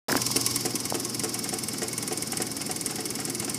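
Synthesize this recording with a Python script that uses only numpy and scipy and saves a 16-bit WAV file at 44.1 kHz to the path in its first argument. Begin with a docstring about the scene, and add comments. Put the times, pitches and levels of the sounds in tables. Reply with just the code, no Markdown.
"""A belt-driven rotary-vane vacuum pump on a wooden table, close under a hand-held microphone.
Twice a turn the exhaust valve slaps, flutters and sends bubbles through the oil, while air hisses up
to each stroke. The belt rumbles in its guard, its joint knocks on the pulley and the motor hums.
The room is short and dull; in the first second a hand rubs and softly bumps the microphone."""
import sys
import numpy as np
from scipy import signal
from scipy.fft import rfft, irfft
from scipy.io import wavfile
from scipy.ndimage import uniform_filter1d

SR = 44100
rng = np.random.default_rng(int(sys.argv[2]) if len(sys.argv) > 2 else 0)


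def int16_out(signal):
    """Quantize to a 16-bit WAV file."""
    q = np.round(np.clip(np.atleast_2d(signal).T, -1, 1) * 32767)
    wavfile.write(sys.argv[1], SR, q.astype(np.int16))


N = 157878

# exhaust valve strokes, two per turn of the pump: start_s, level_db
VALVE_STROKES = [(0.1171, -24.5), (0.1665, -24.5), (0.2166, -25), (0.2645, -25), (0.313, -25.5),
                 (0.364, -21), (0.4112, -25.5), (0.4628, -19), (0.5094, -27), (0.5592, -20), (0.6076, -30),
                 (0.6564, -24), (0.7055, -32), (0.7546, -22.5), (0.8016, -27.5), (0.854, -25.5),
                 (0.9009, -26.5), (0.9503, -27.5), (0.9989, -27), (1.049, -26), (1.0964, -30.5),
                 (1.1461, -25.5), (1.1951, -24), (1.2437, -26), (1.2925, -29.5), (1.342, -24),
                 (1.3899, -26.5), (1.4409, -26), (1.4892, -26.5), (1.538, -25.5), (1.5861, -26.5),
                 (1.636, -27), (1.6844, -25), (1.733, -30), (1.7827, -28.5), (1.8313, -27.5), (1.8818, -27),
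                 (1.9295, -27.5), (1.9789, -24), (2.0262, -27), (2.0761, -24), (2.1256, -25),
                 (2.174, -26.5), (2.223, -24), (2.272, -30), (2.3202, -24), (2.3706, -23), (2.4193, -22),
                 (2.4675, -28.5), (2.515, -28.5), (2.5668, -27.5), (2.615, -27), (2.663, -27.5),
                 (2.7119, -24), (2.7612, -25.5), (2.81, -25), (2.8602, -22), (2.9083, -29), (2.957, -26.5),
                 (3.0057, -28.5), (3.0546, -24), (3.1039, -26.5), (3.1533, -27.5), (3.201, -28),
                 (3.251, -26.5), (3.2985, -25.5), (3.3483, -26.5), (3.3977, -24), (3.446, -27),
                 (3.4962, -24.5), (3.544, -25)]
# extra slaps when a belt knock jolts the valve just before a stroke: start_s, level_db
VALVE_JOLTS = [(0.3595, -23.5), (0.6512, -32), (0.943, -34), (1.2354, -27.5), (1.527, -39), (1.8185, -35)]
# ring of the valve and its housing: pitch_hz, level_db, t60_s
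HOUSING_MODES = [(5660, -6, 0.028), (5750, -5, .02), (6070, -2.5, 0.09), (6730, -9, 0.09),
                 (6900, -87, .015), (7710, 0, 0.06), (8380, -1, .024), (8710, 21, 0.0073),
                 (8860, -11, 0.015), (9920, 6.5, 0.047), (10510, 7.5, 0.039), (10950, -13, .018),
                 (13620, -12, .015), (14600, -16, .015)]
# oil spat through the valve: frequency_hz, level_db
SPIT_SPECTRUM = [(1000, -33), (2700, -16.5), (3600, -15.5), (5600, 1), (7200, -1.5), (9500, 1.5),
                 (11200, -1), (12200, -8.5), (15000, -11)]
# oil bubbles after each stroke: from_hz, to_hz, level_db, delay_s, fade_s, trend_db_per_s
OIL_BUBBLES = [(2117, 2230, -37.5, 0.0033, .011, -0.5), (1000, 1095, -35, 0.00383, .012, -3.5)]
# churned oil: frequency_hz, level_db
GURGLE_SPECTRUM = [(300, 11), (700, -32), (1080, 1), (1500, -10), (2050, 6.5), (2450, 0.5), (2800, 2),
                   (3400, -6), (4000, -6), (6000, -1), (12000, -30)]

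# air hiss, falling as the hose empties: time_s, level_db
HISS_LEVELS = [(.09, -36.5), (.27, -32.5), (.5, -32.5), (.7, -37.5), (1, -39), (1.6, -39), (2.4, -40.5),
               (3.57, -41)]
# air hiss: frequency_hz, level_db
HISS_SPECTRUM = [(500, -16), (1100, -11), (1600, -32), (2800, -13), (3700, -12), (4400, -8), (4700, -1),
                 (4850, 1), (5030, -6), (5280, 5.5), (5600, -3.5), (6400, -6), (8500, -10.5), (10500, -12),
                 (12500, -13.5), (15000, -40)]
# rush of air once a turn: frequency_hz, level_db
RUSH_SPECTRUM = [(300, -39), (750, 4), (1500, -9.5), (2500, -5.5), (3700, -8), (5300, 17.5), (6500, 1.5),
                 (10000, -14), (15000, -39)]
# air blown out through the valve: frequency_hz, level_db
BLOW_SPECTRUM = [(1000, -46), (2800, -7.5), (3500, -17), (4000, -8), (4600, -7), (5600, 3), (6500, -5),
                 (9000, -16), (15000, -9.5)]

# the belt joint hits the motor pulley once a lap: start_s, level_db
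JOINT_KNOCKS = [(0.07, -23), (.360, -23), (.652, -23.5), (.944, -21.5), (1.2359, -22.5), (1.528, -23.5),
                (1.819, -21), (2.1119, -24), (2.402, -22.5), (2.694, -27), (2.985, -26.5), (3.276, -27.5),
                (3.569, -49)]
# contacts of the joint as it passes the pulley: delay_s, thud_db, rattle_db
JOINT_CONTACTS = [(0, 1.5, -7), (.0088, -19, -21.5)]
# ring of the belt guard and base: pitch_hz, level_db, t60_s
BELT_GUARD_MODES = [(156, -15, 0.098), (222, -14, 0.055), (269, -5.5, 0.16), (342, 1, 0.11), (432, -2, 0.1),
                    (587, -12, 0.12), (732, -9, 0.14), (1025, -12, 0.019), (1810, -36, 0.056),
                    (1920, -9, .05)]
# rattle of the guard: frequency_hz, level_db
RATTLE_SPECTRUM = [(60, -34), (200, -7), (400, 4.5), (600, -8.5), (780, 5.5), (930, -13), (1250, -3),
                   (1800, -6.5), (2800, -8.5), (4000, -13.5), (8000, -6), (15000, -50)]
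# the slack belt brushes the guard: start_s, level_db
BELT_BRUSHES = [(.845, -37), (1.03, -56), (1.35, -37.5), (1.452, -36), (1.738, -36), (2.03, -38.5),
                (2.328, -32.5), (2.605, -34), (2.895, -33), (2.918, -38.5), (3.186, -34.5), (3.212, -39),
                (3.42, -33), (3.477, -34), (3.505, -43)]
# the frame shaken by the belt: frequency_hz, level_db
RUMBLE_SPECTRUM = [(25, -7), (50, -40), (68, -29), (90, -5.5), (135, -6.5), (175, -6.5), (215, 4),
                   (240, -3), (272, 3), (305, -1.5), (360, -0.5), (400, -8.5), (440, -5), (520, -12.5),
                   (640, -18), (760, -14), (920, -20), (1500, -19.5), (3000, -30.5)]
# mains hum of the motor: time_s, level_db
HUM_LEVELS = [(.09, -40.5), (.5, -40), (.8, -43.5), (1.2, -44), (1.7, -50), (2.5, -47.5), (3.57, -48)]

# soft bumps on the microphone: start_s, level_db, pitch_hz, width_s
MIC_BUMPS = [(.0885, -19.5, 1000, .0007), (0.097, -14.5, 1520, 0.00033), (0.1, -23, 1700, 0.0016),
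             (.1125, -14.5, 504, .0014), (0.1262, -12.5, 1620, 0.0011), (0.127, -18, 268, 0.004),
             (0.154, -5, 1000, 0.00032), (0.157, -21, 269, 0.0087), (0.176, -25, 1660, 0.0027),
             (0.304, -24, 1000, 0.0015), (.7445, -19.5, 290, 0.0036), (0.9237, -13.5, 700, 0.001)]
# a hand rubbing the microphone: frequency_hz, level_db
RUB_SPECTRUM = [(40, -36), (120, 7), (300, 6), (900, 4), (1800, -6.5), (3000, -8.5), (8000, -13)]


def valve_slaps(gain_db=4.5, flutter_s=0.00086, fade_s=0.0057, bounces=12):
    """The exhaust valve flutters shut: each stroke is a fading run of slaps that rings the housing."""
    t, out = np.arange(4096) / SR, np.zeros(N)
    for start_s, level_db in list(VALVE_STROKES) + list(VALVE_JOLTS):
        gaps_s = flutter_s * np.abs(1 + 0.14 * rng.standard_normal(bounces))
        sizes = undb(2.5 * rng.standard_normal(bounces))
        housing = ring(HOUSING_MODES, t, detune=0.0045)
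        stroke = np.zeros(len(t))
        for lag_s, size in zip(np.cumsum(gaps_s) - gaps_s[0], sizes):
            add(stroke, lag_s, size * np.exp(-lag_s / fade_s) * housing)
        stroke /= np.sqrt(np.sum(stroke ** 2) / (flutter_s * SR))  # every stroke gets the same energy: mean power 1 over one flutter period
        add(out, start_s, undb(level_db + gain_db) * stroke)
    return out


def oil_spit(gain_db=0.5, attack_s=0.00043, fade_s=0.0057, grain=0.26):
    """Oil spits through the valve in a gritty burst at every stroke and jolt."""
    t, envelope = np.arange(4096) / SR, np.zeros(N)
    burst = (1 - np.exp(-t / attack_s)) * np.exp(-t / fade_s)
    for start_s, level_db in list(VALVE_STROKES) + list(VALVE_JOLTS):
        add(envelope, start_s, undb(level_db + gain_db) * burst)
    spray = rng.standard_normal(N)
    flicker = unit_rms(uniform_filter1d(rng.standard_normal(N), size=16))
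    grit = spray * np.exp(grain * np.tanh(flicker))
    return envelope * colour(grit, SPIT_SPECTRUM)


def oil_bubbles(glide_s=0.0045, rise_s=0.0039, weak_vane_db=-3, gurgle_db=-12.5):
    """Each stroke churns the oil and frees bubbles that glide up in pitch, louder on harder strokes."""
    t, out = np.arange(4096) / SR, np.zeros(N)
    for k, (start_s, stroke_db) in enumerate(VALVE_STROKES):
        force_db = 0.54 * (stroke_db + 20) + weak_vane_db * (k % 2 == 0)
        for from_hz, to_hz, level_db, delay_s, fade_s, trend_db_per_s in OIL_BUBBLES:
            sharpness, size, lateness = rng.standard_normal(3)
            glide_hz = to_hz + (from_hz - to_hz) * np.exp(-t / glide_s)
            pitch_hz = glide_hz * (1 + 0.0079 * sharpness)
            tone = np.sin(2 * np.pi * np.cumsum(pitch_hz) / SR)
            envelope = (1 - np.exp(-t / rise_s)) * np.exp(-t / fade_s)
            gain = 2 * undb(level_db + trend_db_per_s * start_s + force_db + 2.1 * size)
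            add(out, start_s + delay_s * np.exp(0.39 * lateness), gain * envelope * tone)
    return out + undb(gurgle_db) * puffs(VALVE_STROKES, GURGLE_SPECTRUM, rise_s=0.0051)


def air_hiss(swell_db=2.5, peak_phase=0.99):
    """The hiss swells as each vane builds up pressure, peaking just ahead of the stroke."""
    strokes_s = np.array(VALVE_STROKES)[:, 0]
    stroke_phase = np.interp(np.arange(N) / SR, strokes_s, np.arange(len(strokes_s)))
    pulsing = undb(swell_db * np.cos(2 * np.pi * (stroke_phase - peak_phase)))
    return noise(HISS_SPECTRUM) * level_curve(HISS_LEVELS) * pulsing


def air_rush(level_db=-39.5, lead_s=0.021):
    """Air rushes once a turn, just before every second stroke."""
    rushes = [(start_s - lead_s, level_db) for start_s, _ in VALVE_STROKES[1::2]]
    return puffs(rushes, RUSH_SPECTRUM, rise_s=0.0049)


def air_blow(gain_db=5, trend_db_per_s=-11):
    """Air blows out through the valve at every stroke and jolt, dwindling as the hose empties."""
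    blows = [(start_s, level_db + gain_db + trend_db_per_s * start_s)
             for start_s, level_db in list(VALVE_STROKES) + list(VALVE_JOLTS)]
    return puffs(blows, BLOW_SPECTRUM, rise_s=0.002)


def belt_knocks(thud_gain_db=-6, rattle_fade_s=0.014, guard_low_hz=171):
    """The belt joint thuds on the pulley and rattles the guard, which radiates little bass."""
    t = np.arange(8192) / SR
    thuds, rattle_envelope = np.zeros(N), np.zeros(N)
    for start_s, level_db in JOINT_KNOCKS:
        for delay_s, thud_db, rattle_db in JOINT_CONTACTS:
            contact_s = start_s + delay_s
            guard = ring(BELT_GUARD_MODES, t, detune=0.0095)
            add(thuds, contact_s, undb(level_db + thud_db + thud_gain_db) * guard)
            add(rattle_envelope, contact_s, undb(level_db + rattle_db) * np.exp(-t / rattle_fade_s))
    low_cut = signal.butter(2, guard_low_hz, "high", fs=SR, output="sos")
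    return signal.sosfilt(low_cut, thuds + rattle_envelope * noise(RATTLE_SPECTRUM))


def belt_brushes():
    """The slack belt brushes the guard between knocks."""
    return puffs(BELT_BRUSHES, RATTLE_SPECTRUM, rise_s=0.0061)


def belt_rumble(level_db=-37, lap_s=0.2915, repeat_share=0.5):
    """The uneven belt shakes the frame; a share of the power repeats on every lap."""
    repeating = np.sqrt(repeat_share) * np.resize(rng.standard_normal(int(lap_s * SR)), N)
    fresh = np.sqrt(1 - repeat_share) * rng.standard_normal(N)
    return undb(level_db) * colour(repeating + fresh, RUMBLE_SPECTRUM)


def motor(hum_hz=120.6, shake_hz=154.4, shake_db=-53):
    """Mains hum and a steady shake of the frame, low under the pump."""
    t = np.arange(N) / SR
    hum = level_curve(HUM_LEVELS) * np.sin(2 * np.pi * hum_hz * t)
    shake = undb(shake_db) * np.sin(2 * np.pi * shake_hz * t)
    return np.sqrt(2) * (hum + shake)


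def mic_handling(rub_db=-30, rub_peak_s=0.097, rub_width_s=0.073):
    """Handling noise: a brief rub of the hand and short, dead bumps right on the microphone."""
    rub_envelope = np.exp(-0.5 * ((np.arange(N) / SR - rub_peak_s) / rub_width_s) ** 2)
    out = undb(rub_db) * noise(RUB_SPECTRUM) * rub_envelope
    t = np.arange(2048) / SR
    for start_s, level_db, pitch_hz, width_s in MIC_BUMPS:
        add(out, start_s, undb(level_db) * swell(t, width_s / 2) * np.sin(2 * np.pi * pitch_hz * t))
    return out


def room(direct, tail_db=-5.5, t60_s=0.35, dull_hz=4000):
    """The room puts a short, dull tail behind the close sound."""
    t = np.arange(SR // 2) / SR
    tail = rng.standard_normal(len(t)) * np.exp(-np.log(1000) * t / t60_s)
    tail /= np.sqrt(np.sum(tail ** 2))
    tail = signal.sosfilt(signal.butter(1, dull_hz, fs=SR, output="sos"), tail)
    return direct + undb(tail_db) * signal.fftconvolve(direct, tail)[:N]


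def undb(db):
    """Decibels to amplitude."""
    return 10 ** (np.asarray(db) / 20)


def unit_rms(x):
    """Scale to rms 1."""
    return x / np.sqrt(np.mean(x ** 2))


def level_curve(levels):
    """Gain over time from rows of time_s, level_db."""
    return undb(np.interp(np.arange(N) / SR, *np.array(levels).T))


def colour(x, spectrum):
    """Equalise by rows of frequency_hz, level_db; rms 1."""
    frequency_hz, level_db = np.array(spectrum).T
    bins_hz = np.maximum(np.arange(len(x) // 2 + 1) * SR / len(x), 1)
    gain = undb(np.interp(np.log(bins_hz), np.log(frequency_hz), level_db))
    return unit_rms(irfft(rfft(x) * gain, len(x)))


def noise(spectrum):
    """Coloured noise, rms 1."""
    return colour(rng.standard_normal(N), spectrum)


def add(out, start_s, x):
    """Mix x into out from start_s on."""
    i = int(np.clip(round(start_s * SR), 0, len(out)))
    out[i:i + len(x)] += x[:len(out) - i]


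def ring(modes, t, detune):
    """Decaying modes, each slightly detuned at random."""
    tunings = 1 + detune * rng.standard_normal(len(modes))
    return sum(undb(level_db) * np.sin(2 * np.pi * pitch_hz * tuning * t) * np.exp(-np.log(1000) * t / t60_s)
               for (pitch_hz, level_db, t60_s), tuning in zip(modes, tunings))


def swell(t, rise_s):
    """Envelope that peaks at 1 after rise_s, then fades."""
    return t / rise_s * np.exp(1 - t / rise_s)


def puffs(events, spectrum, rise_s):
    """Coloured noise that swells at each row of start_s, level_db."""
    envelope, puff = np.zeros(N), swell(np.arange(4096) / SR, rise_s)
    for start_s, level_db in events:
        add(envelope, start_s, undb(level_db) * puff)
    return envelope * noise(spectrum)


def scene():
    """The pump in mono from just above; valve, oil, knocks and brushes carry into the room."""
    clatter = room(valve_slaps() + oil_spit() + oil_bubbles() + belt_knocks() + belt_brushes())
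    air = air_hiss() + air_rush() + air_blow()
    return (clatter + air + belt_rumble() + motor() + mic_handling())[None]


def record(dry, open_s=0.084, low_cut_hz=89, top_hz=15200):
    """The microphone opens abruptly and cuts the deep bass and the top."""
    is_open = np.arange(N) / SR >= open_s
    low_cut = signal.butter(2, low_cut_hz, "high", fs=SR, output="sos")
    low_pass = signal.ellip(8, 0.2, 70, top_hz, fs=SR, output="sos")
    return signal.sosfilt(low_pass, signal.sosfilt(low_cut, dry * is_open))


dry = scene()
out = record(dry)
int16_out(out)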